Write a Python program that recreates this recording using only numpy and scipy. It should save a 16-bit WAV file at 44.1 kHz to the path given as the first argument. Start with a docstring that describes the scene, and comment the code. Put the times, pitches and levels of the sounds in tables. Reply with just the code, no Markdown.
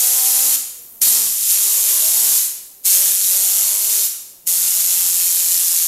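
"""A rasping air hiss over a buzz is heard at once: a blow gun spins a small hand-held rotor in a workshop.
Four bursts of compressed air are filtered noise; two vanes chop the jet twice a turn, so the hiss rasps.
The rotor buzzes as sines at multiples of its turn rate, shaped by resonances of the toy and the room.
Between bursts the room rings out and the rotor coasts down on its faintly sizzling bearing.
The microphone picks up all this direct and by way of the room, over a quiet workshop background."""
import sys
import numpy as np
from scipy import signal
from scipy.fft import rfft, irfft, next_fast_len
from scipy.io import wavfile
from scipy.ndimage import uniform_filter1d, minimum_filter1d, map_coordinates

SR = 44100
rng = np.random.default_rng(int(sys.argv[2]) if len(sys.argv) > 2 else 0)


def store_pcm(level_fs):
    """Save levels as 16-bit WAV."""
    pcm = np.round(np.clip(level_fs, -1, 1) * 32767).astype(np.int16)
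    wavfile.write(sys.argv[1], SR, np.atleast_2d(pcm).T)


N = 258867
TIME = np.arange(N) / SR


def undb(db):
    """Decibels to gain."""
    return 10 ** (np.asarray(db) / 20)


def unit(x):
    """Scale to rms 1."""
    return x / np.sqrt(np.mean(x ** 2))


def on_log_axis(hz, points):
    """Read (Hz, value) points on a log-frequency axis."""
    f, value = np.transpose(points)
    return np.interp(np.log(hz + 1), np.log(f), value)


def colour(x, points):
    """Weight the spectrum of a signal by (Hz, dB) points; rms 1."""
    size = next_fast_len(N)
    gain = undb(on_log_axis(np.fft.rfftfreq(size, 1 / SR), points))
    return unit(irfft(rfft(x, size) * gain, size)[:N])


def resonate(x, hz, width_hz):
    """One resonance, gain 1 at its centre."""
    return signal.lfilter(*signal.iirpeak(min(hz, .45 * SR), hz / width_hz, fs=SR), x)


def noise():
    """White noise."""
    return rng.standard_normal(N)


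def walk(rate, size=8):
    """Smooth chance with rms 1 and about `rate` new values a second, worked out every `size` samples."""
    steps = TIME[::size]
    values = map_coordinates(rng.standard_normal(4096), [steps * rate], order=3, mode="wrap")
    return np.interp(TIME, steps, unit(values))


def workshop_background(level_db=-58):
    """The quiet workshop behind the rotor: steady noise, strongest in the bass."""
    # background spectrum: f/Hz, relative level/dB per Hz
    shop_spectrum = [(20, -3.5), (60, -6), (150, -6.5), (400, -4), (800, -12), (1500, -21), (4000, -16),
                     (15000, -18)]
    return undb(level_db) * colour(noise(), shop_spectrum)


def reverberation(first_s=0.0072, build_s=0.0059):
    """One response of the workshop to a click: noise whose bands die away at their own rates."""
    # reverberation of the place: f/Hz, time to fall by 60 dB/s
    decay_times = [(200, 0.26), (1000, 0.96), (3000, 0.75), (7000, 0.69), (11000, 0.69), (15000, 0.53)]
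    t = TIME[:SR]
    spectrum, hz = rfft(rng.standard_normal(SR)), np.fft.rfftfreq(SR, 1 / SR)
    tail = 0
    for band, (_, t60) in zip(np.eye(len(decay_times)), decay_times):
        # each band fades into its neighbours
        weight = on_log_axis(hz, [(row[0], w) for row, w in zip(decay_times, band)])
        tail = tail + irfft(spectrum * weight, SR) * np.exp(-np.log(1000) * t / t60)
    tail = tail * np.clip((t - first_s) / build_s, 0, 1)
    return tail / np.sqrt(np.sum(tail ** 2))


def room(x, count=7):
    """The jet swings about, so it feeds ever changing paths round the room."""
    aim = np.array([walk(20) for _ in range(count)])
    aim = aim / np.sqrt(np.sum(aim ** 2, axis=0))
    lead, out = SR // 2, 0
    for share in aim * x:
        # the air is already blowing at the start, so the room is already full of it
        running = np.concatenate([share[:lead][::-1], share])
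        out = out + signal.fftconvolve(running, reverberation())[lead:lead + N]
    return out


def jolts(decay_s=0.0055, low_hz=45, high_hz=800, level_db=-3):
    """Short dull bumps as the jet catches the rotor and shoves it on its axle: bursts of low noise."""
    # jolts: t/s, peak level/dB ahead of level_db
    shoves = [(1.026, -33), (1.033, -36), (1.042, -37), (1.071, -29), (1.079, -31), (1.109, -33),
              (2.86, -39), (2.884, -37), (2.921, -35), (3.262, -35)]
    push = np.zeros(N)
    for s, db in shoves:
        age = TIME - s + 0.0014  # each bump starts this much before its listed time
        push += (age > 0) * undb(db) * np.exp(-np.abs(age) / decay_s)
    band = signal.butter(1, [low_hz, high_hz], "band", fs=SR, output="sos")
    thud = signal.sosfilt(band, noise())
    return undb(level_db) * push * unit(thud)


def bearing(turns, speed, level_db=-44.0, speed_db=80, top_speed=113, grit_db=2, throb=.25,
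            tick_db=-15, tick_spread_db=5, tick_s=0.00033):
    """The dry bearing sizzles, up speed_db per tenfold speed until top_speed (turns/s), and ticks each turn."""
    # sizzle spectrum: f/Hz, relative level/dB per Hz
    sizzle_spectrum = [(300, -14.5), (1500, -25), (4000, -27), (7000, -12), (9000, -10.5), (11500, -3),
                       (12800, 0), (13350, 2), (13800, 1), (14600, -8), (15800, -5.5)]
    grit = undb(grit_db * walk(710)) * (1 + throb * np.cos(2 * np.pi * 2 * turns))
    once_a_turn = np.diff(np.floor(turns), prepend=0)
    knocks = once_a_turn * undb(tick_spread_db * np.clip(noise(), -2, 2))
    fading = signal.lfilter([1], [1, -np.exp(-1 / (tick_s * SR))], knocks)
    ticks = unit(fading * noise())
    loudness_db = level_db + speed_db * np.log10(np.minimum(speed, top_speed) / speed.mean())
    sizzle = unit(noise() * grit) + undb(tick_db) * ticks
    return colour(sizzle, sizzle_spectrum) * undb(loudness_db)


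def rotor_speed():
    """Speed of the rotor, in turns per second: mostly climbing under the jet and sinking without it."""
    # rotor speed: t/s, turn rate f/Hz
    speed_points = [(0, 125.9), (.58, 132.5), (.7, 128), (.8, 119.7), (1.07, 108.2), (1.31, 111.2),
                    (1.52, 101.6), (1.9, 102.2), (2.14, 108.9), (2.38, 113.2), (2.87, 92.3), (3.14, 96.3),
                    (3.3, 92.3), (3.42, 96.1), (3.92, 103.6), (4.1, 102.8), (4.48, 87.2), (4.72, 90),
                    (5.5, 87.1), (5.87, 84.2)]
    s, turns_per_s = np.transpose(speed_points)
    return np.interp(TIME, s, turns_per_s)


def pushes(bite_s=0.015, release_s=0.029, chop_depth=0.53):
    """Grip of the jet on the vanes (0-1), and buzz drive, unevenness, brightness and chopping in each push."""
    # pushes, while the jet bears squarely on the vanes: start t/s, end t/s,
    # buzz drive level/dB at start, middle and end, odd multiples level/dB, tilt level/dB per octave,
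    # added depth of chopping [exponent]
    square_hits = [(0.018, 0.552, -57.5, -56.5, -54.5, -2.5, 1.5, -.12),
                   (1.11, 1.265, -60, -61.5, -62, 1, 1.3, .11),
                   (1.538, 2.347, -65.5, -61.5, -59.5, 3, 1.6, -0.0065),
                   (2.94, 3.114, -62, -62, -62.5, 3, 0.19, 0.087),
                   (3.287, 4.024, -68, -61.5, -66.5, 5.5, 1.3, .12),
                   (4.49, 5.87, -69, -69.5, -73.5, 3.5, 1.5, 0.0087)]
    grip, drive, odd_db, tilt_db, depth = np.zeros((5, N))
    for start, end, first_db, middle_db, last_db, uneven_db, bright_db, chop in square_hits:
        # takes hold ahead of the start, lets go after the end
        hold = np.exp(np.minimum(TIME - start, 0) / bite_s - np.maximum(TIME - end, 0) / release_s)
        drive_db = np.interp(TIME, [start, (start + end) / 2, end], [first_db, middle_db, last_db])
        grip += hold
        drive += hold * undb(drive_db)
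        odd_db += hold * uneven_db
        tilt_db += hold * bright_db
        depth += hold * chop
    return np.minimum(grip, 1), drive, odd_db, tilt_db, chop_depth + depth


def body(hz, sparse_hz=400):
    """Gain of the resonances at this pitch; well below sparse_hz little passes between them."""
    # resonances of toy and room that the buzz lines glide through: f/Hz, width/Hz, level/dB
    body_modes = [(176, 7, 18.5), (222, 6, 15), (263, 6, 10), (384, 9, 8), (413, 9, 9), (440, 6, 8),
                  (478, 22, 13), (526, 12, 6), (563, 14, 12), (640, 36, 11), (771, 24, 11), (890, 28, 5.5),
                  (1025, 50, 5), (1110, 34, 6)]
    grid = np.arange(SR // 8)
    between = 1 - 1 / (1 + (grid / sparse_hz) ** 4)
    peaks = sum(undb(db) ** 2 / (1 + (2 * (grid - centre) / width) ** 2) for centre, width, db in body_modes)
    return np.interp(hz, grid, np.sqrt(between + peaks))


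def buzz(turns, speed, drive, odd_db, tilt_db, coast_db=-77, coast_slope_db=67, waver_db=1.77,
         drift_db=1.26, wobble_rad=0.0096, smear_rad=0.78, round_db=-.5, pivot=6):
    """Pressure pulses of the vanes: lines at multiples of the turn rate, nearly in step, each wavering."""
    # pulse of two vanes, whose inequality gives odd multiples: multiple of turn rate, relative level/dB
    pulse_lines = [(1, -22), (2, -5.5), (3, -8), (4, 1), (5, -13), (6, 2.5), (7, -7), (8, 1), (9, -3.5),
                   (10, 1.5), (11, -3.5), (12, -1.5), (13, -3.5), (14, -3), (15, -5), (16, -5), (17, -7),
                   (18, -8), (19, -9), (20, -8)]
    # drive without the jet: coast_db at the mean speed, rising coast_slope_db per tenfold speed
    coast = undb(coast_db + coast_slope_db * np.log10(speed / speed.mean()))
    angle, out = 2 * np.pi * turns + wobble_rad * walk(50), 0
    for multiple, db in pulse_lines:
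        k = round(multiple)
        # without the jet the pulses are rounder: each higher multiple is weaker
        strength = drive + coast * undb(k * round_db)
        line_db = db + k % 2 * odd_db + tilt_db * np.log2(k / pivot)
        line_db = line_db + waver_db * walk(24.03) + drift_db * walk(5.055)
        line = np.sin(k * angle + smear_rad * rng.standard_normal())
        out = out + strength * undb(line_db) * body(k * speed) * line
    return np.sqrt(2) * out


def trigger(surge_s=0.071, leak_s=0.0098, leak_db=-25.5):
    """Jet strength: the valve cracks and snaps open, the hose pressure surges and settles, the valve shuts."""
    # pulls of the trigger: opens t/s, starts to shut t/s, opening time/s, shutting time/s,
    # jet level/dB ahead of swerves and hiss trim, opening surge level/dB, swell level/dB per s
    pulls = [(0.0, 0.553, 0.0018, .016, -15.5, 1.2, 2.5), (1.017, 2.375, 0.0014, 0.13, -17.5, 9.5, 2.5),
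             (2.857, 4.063, 0.0058, .015, -15, 5.5, -0.83), (4.473, 5.845, 0.0039, .06, -16, 1.5, -0.25)]
    # the hiss swells or dips as the aim wanders: t/s, half width/s (to 1/e), level/dB
    swerves = [(1.095, 0.026, 2.5), (1.35, 0.095, -3), (1.51, 0.03, 4), (2.94, .03, 3), (3.19, 0.034, -3),
               (3.3, 0.03, 2), (3.78, .08, -2.5), (4.03, 0.044, 0)]
    jet = np.zeros(N)
    for start, end, open_s, close_s, db, surge_db, swell_db in pulls:
        age = np.clip(TIME - start, 0, end - start)
        # the valve leaks just before it opens
        leak = undb(leak_db) * np.clip(2 * (1 + (TIME - start) / leak_s), 0, 1)
        opening = np.maximum(leak, np.exp(np.clip((TIME - start) / open_s, -20, 0)))
        valve = opening * np.clip(1 - (TIME - end) / close_s, 0, 1)
        # the pressure stored in the hose is spent within about surge_s
        jet += valve * undb(db + surge_db * np.exp(-age / surge_s) + swell_db * age)
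    aim_db = sum(db * np.exp(-((TIME - s) / width) ** 2) for s, width, db in swerves)
    return jet * undb(aim_db)


def chopping(turns, depth, scatter_db=1.0, lopsided=0.085, sharp=0.25, flutter_db=0.6):
    """The turbulent jet flares each time that a vane cuts it, no two puffs alike."""
    vane = 2 * np.pi * 2 * turns
    puff_db = scatter_db * np.interp(2 * turns, np.arange(N), noise())
    flare = depth * (np.cos(vane) + sharp * np.cos(2 * vane)) + lopsided * np.cos(vane / 2)
    gate = np.exp(flare) * undb(puff_db)
    # even out the running power, then let it flutter
    return gate / np.sqrt(uniform_filter1d(gate ** 2, size=2048)) * undb(flutter_db * walk(25))


def low_rush(jet, grip, gate, level_db=-27, push_db=2, chop=1.14):
    """Air that strikes the toy and the fingers adds a lower rush, louder during a push."""
    # rush spectrum: f/Hz, relative level/dB per Hz
    rush_spectrum = [(40, -25.5), (150, -18.5), (300, -15.5), (600, -7), (1200, -1), (2200, 1.5),
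                     (3200, 5.5), (5000, -6), (9000, -21)]
    eddies = colour(noise() * gate ** chop, rush_spectrum)
    return jet * undb(level_db + push_db * grip) * eddies


def jet_hiss(jet, gate, split_hz=7000, fine_chop=0.53, coarse_chop=1.14, trim_db=-1.0):
    """Turbulence of the air jet: chopped noise, rung by the nozzle and the gaps of the toy."""
    # jet spectrum: f/Hz, relative level/dB per Hz
    jet_spectrum = [(1000, -36), (1600, -31), (2500, -18), (3200, -17), (4800, -10), (5600, -6.5),
                    (7100, -3.5), (8200, -4), (9300, -3), (11400, 0), (12400, -1.5), (13700, -2.5),
                    (14700, -7), (15700, -27.5)]
    # resonances of the nozzle and the gaps of the toy: f/Hz, width/Hz, level/dB over the jet
    cavities = [(3200, 230, -13), (3690, 110, -5), (4280, 61, -2.5), (6800, 270, -12), (7260, 370, -8.5),
                (11600, 280, -28)]
    # the finest eddies form at the nozzle, ahead of the vanes, and are chopped less
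    coarse = signal.lfilter(*signal.butter(2, split_hz, "low", fs=SR), unit(noise() * gate ** coarse_chop))
    fine = signal.lfilter(*signal.butter(2, split_hz, "high", fs=SR), unit(noise() * gate ** fine_chop))
    hiss = colour(coarse + fine, jet_spectrum)
    ringing = sum(undb(db) * resonate(hiss, hz, width) for hz, width, db in cavities)
    return undb(trim_db) * jet * unit(hiss + ringing)


def hands(x, lag_ms=1.6, drift_ms=0.187, share=0.13):
    """A short echo off the hands and visor; it shifts as they move and colours the hiss."""
    lag = (lag_ms + drift_ms * walk(1.2)) * SR / 1000
    return x + share * map_coordinates(x, [np.arange(N) - lag], order=3)


def scene(air_room_db=-3.5, buzz_room_db=-16):
    """Jet, rotor and bearing in the workshop, direct and by the room, over its quiet background."""
    speed = rotor_speed()
    turns = np.cumsum(speed) / SR
    jet = trigger()
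    grip, drive, odd_db, tilt_db, depth = pushes()
    gate = chopping(turns, depth)
    air = hands(jet_hiss(jet, gate) + low_rush(jet, grip, gate))
    noises = air + bearing(turns, speed) + jolts()
    tone = buzz(turns, speed, drive, odd_db, tilt_db)
    echoes = room(undb(air_room_db) * noises + undb(buzz_room_db) * tone)
    return (noises + tone + echoes + workshop_background())[None]


def record(dry, ceiling=0.69, hold_s=0.00031, top_hz=15750):
    """A fast limiter behind the microphone holds the highest peaks down; the top is cut."""
    size = int(hold_s * SR) + 1
    gain = np.minimum(1, ceiling / (np.abs(dry) + 1e-9))
    gain = uniform_filter1d(minimum_filter1d(gain, size), size)
    top_cut = signal.ellip(10, .1, 60, top_hz, fs=SR, output="sos")
    return signal.sosfiltfilt(top_cut, dry * gain)


dry = scene()
out = record(dry)
store_pcm(out)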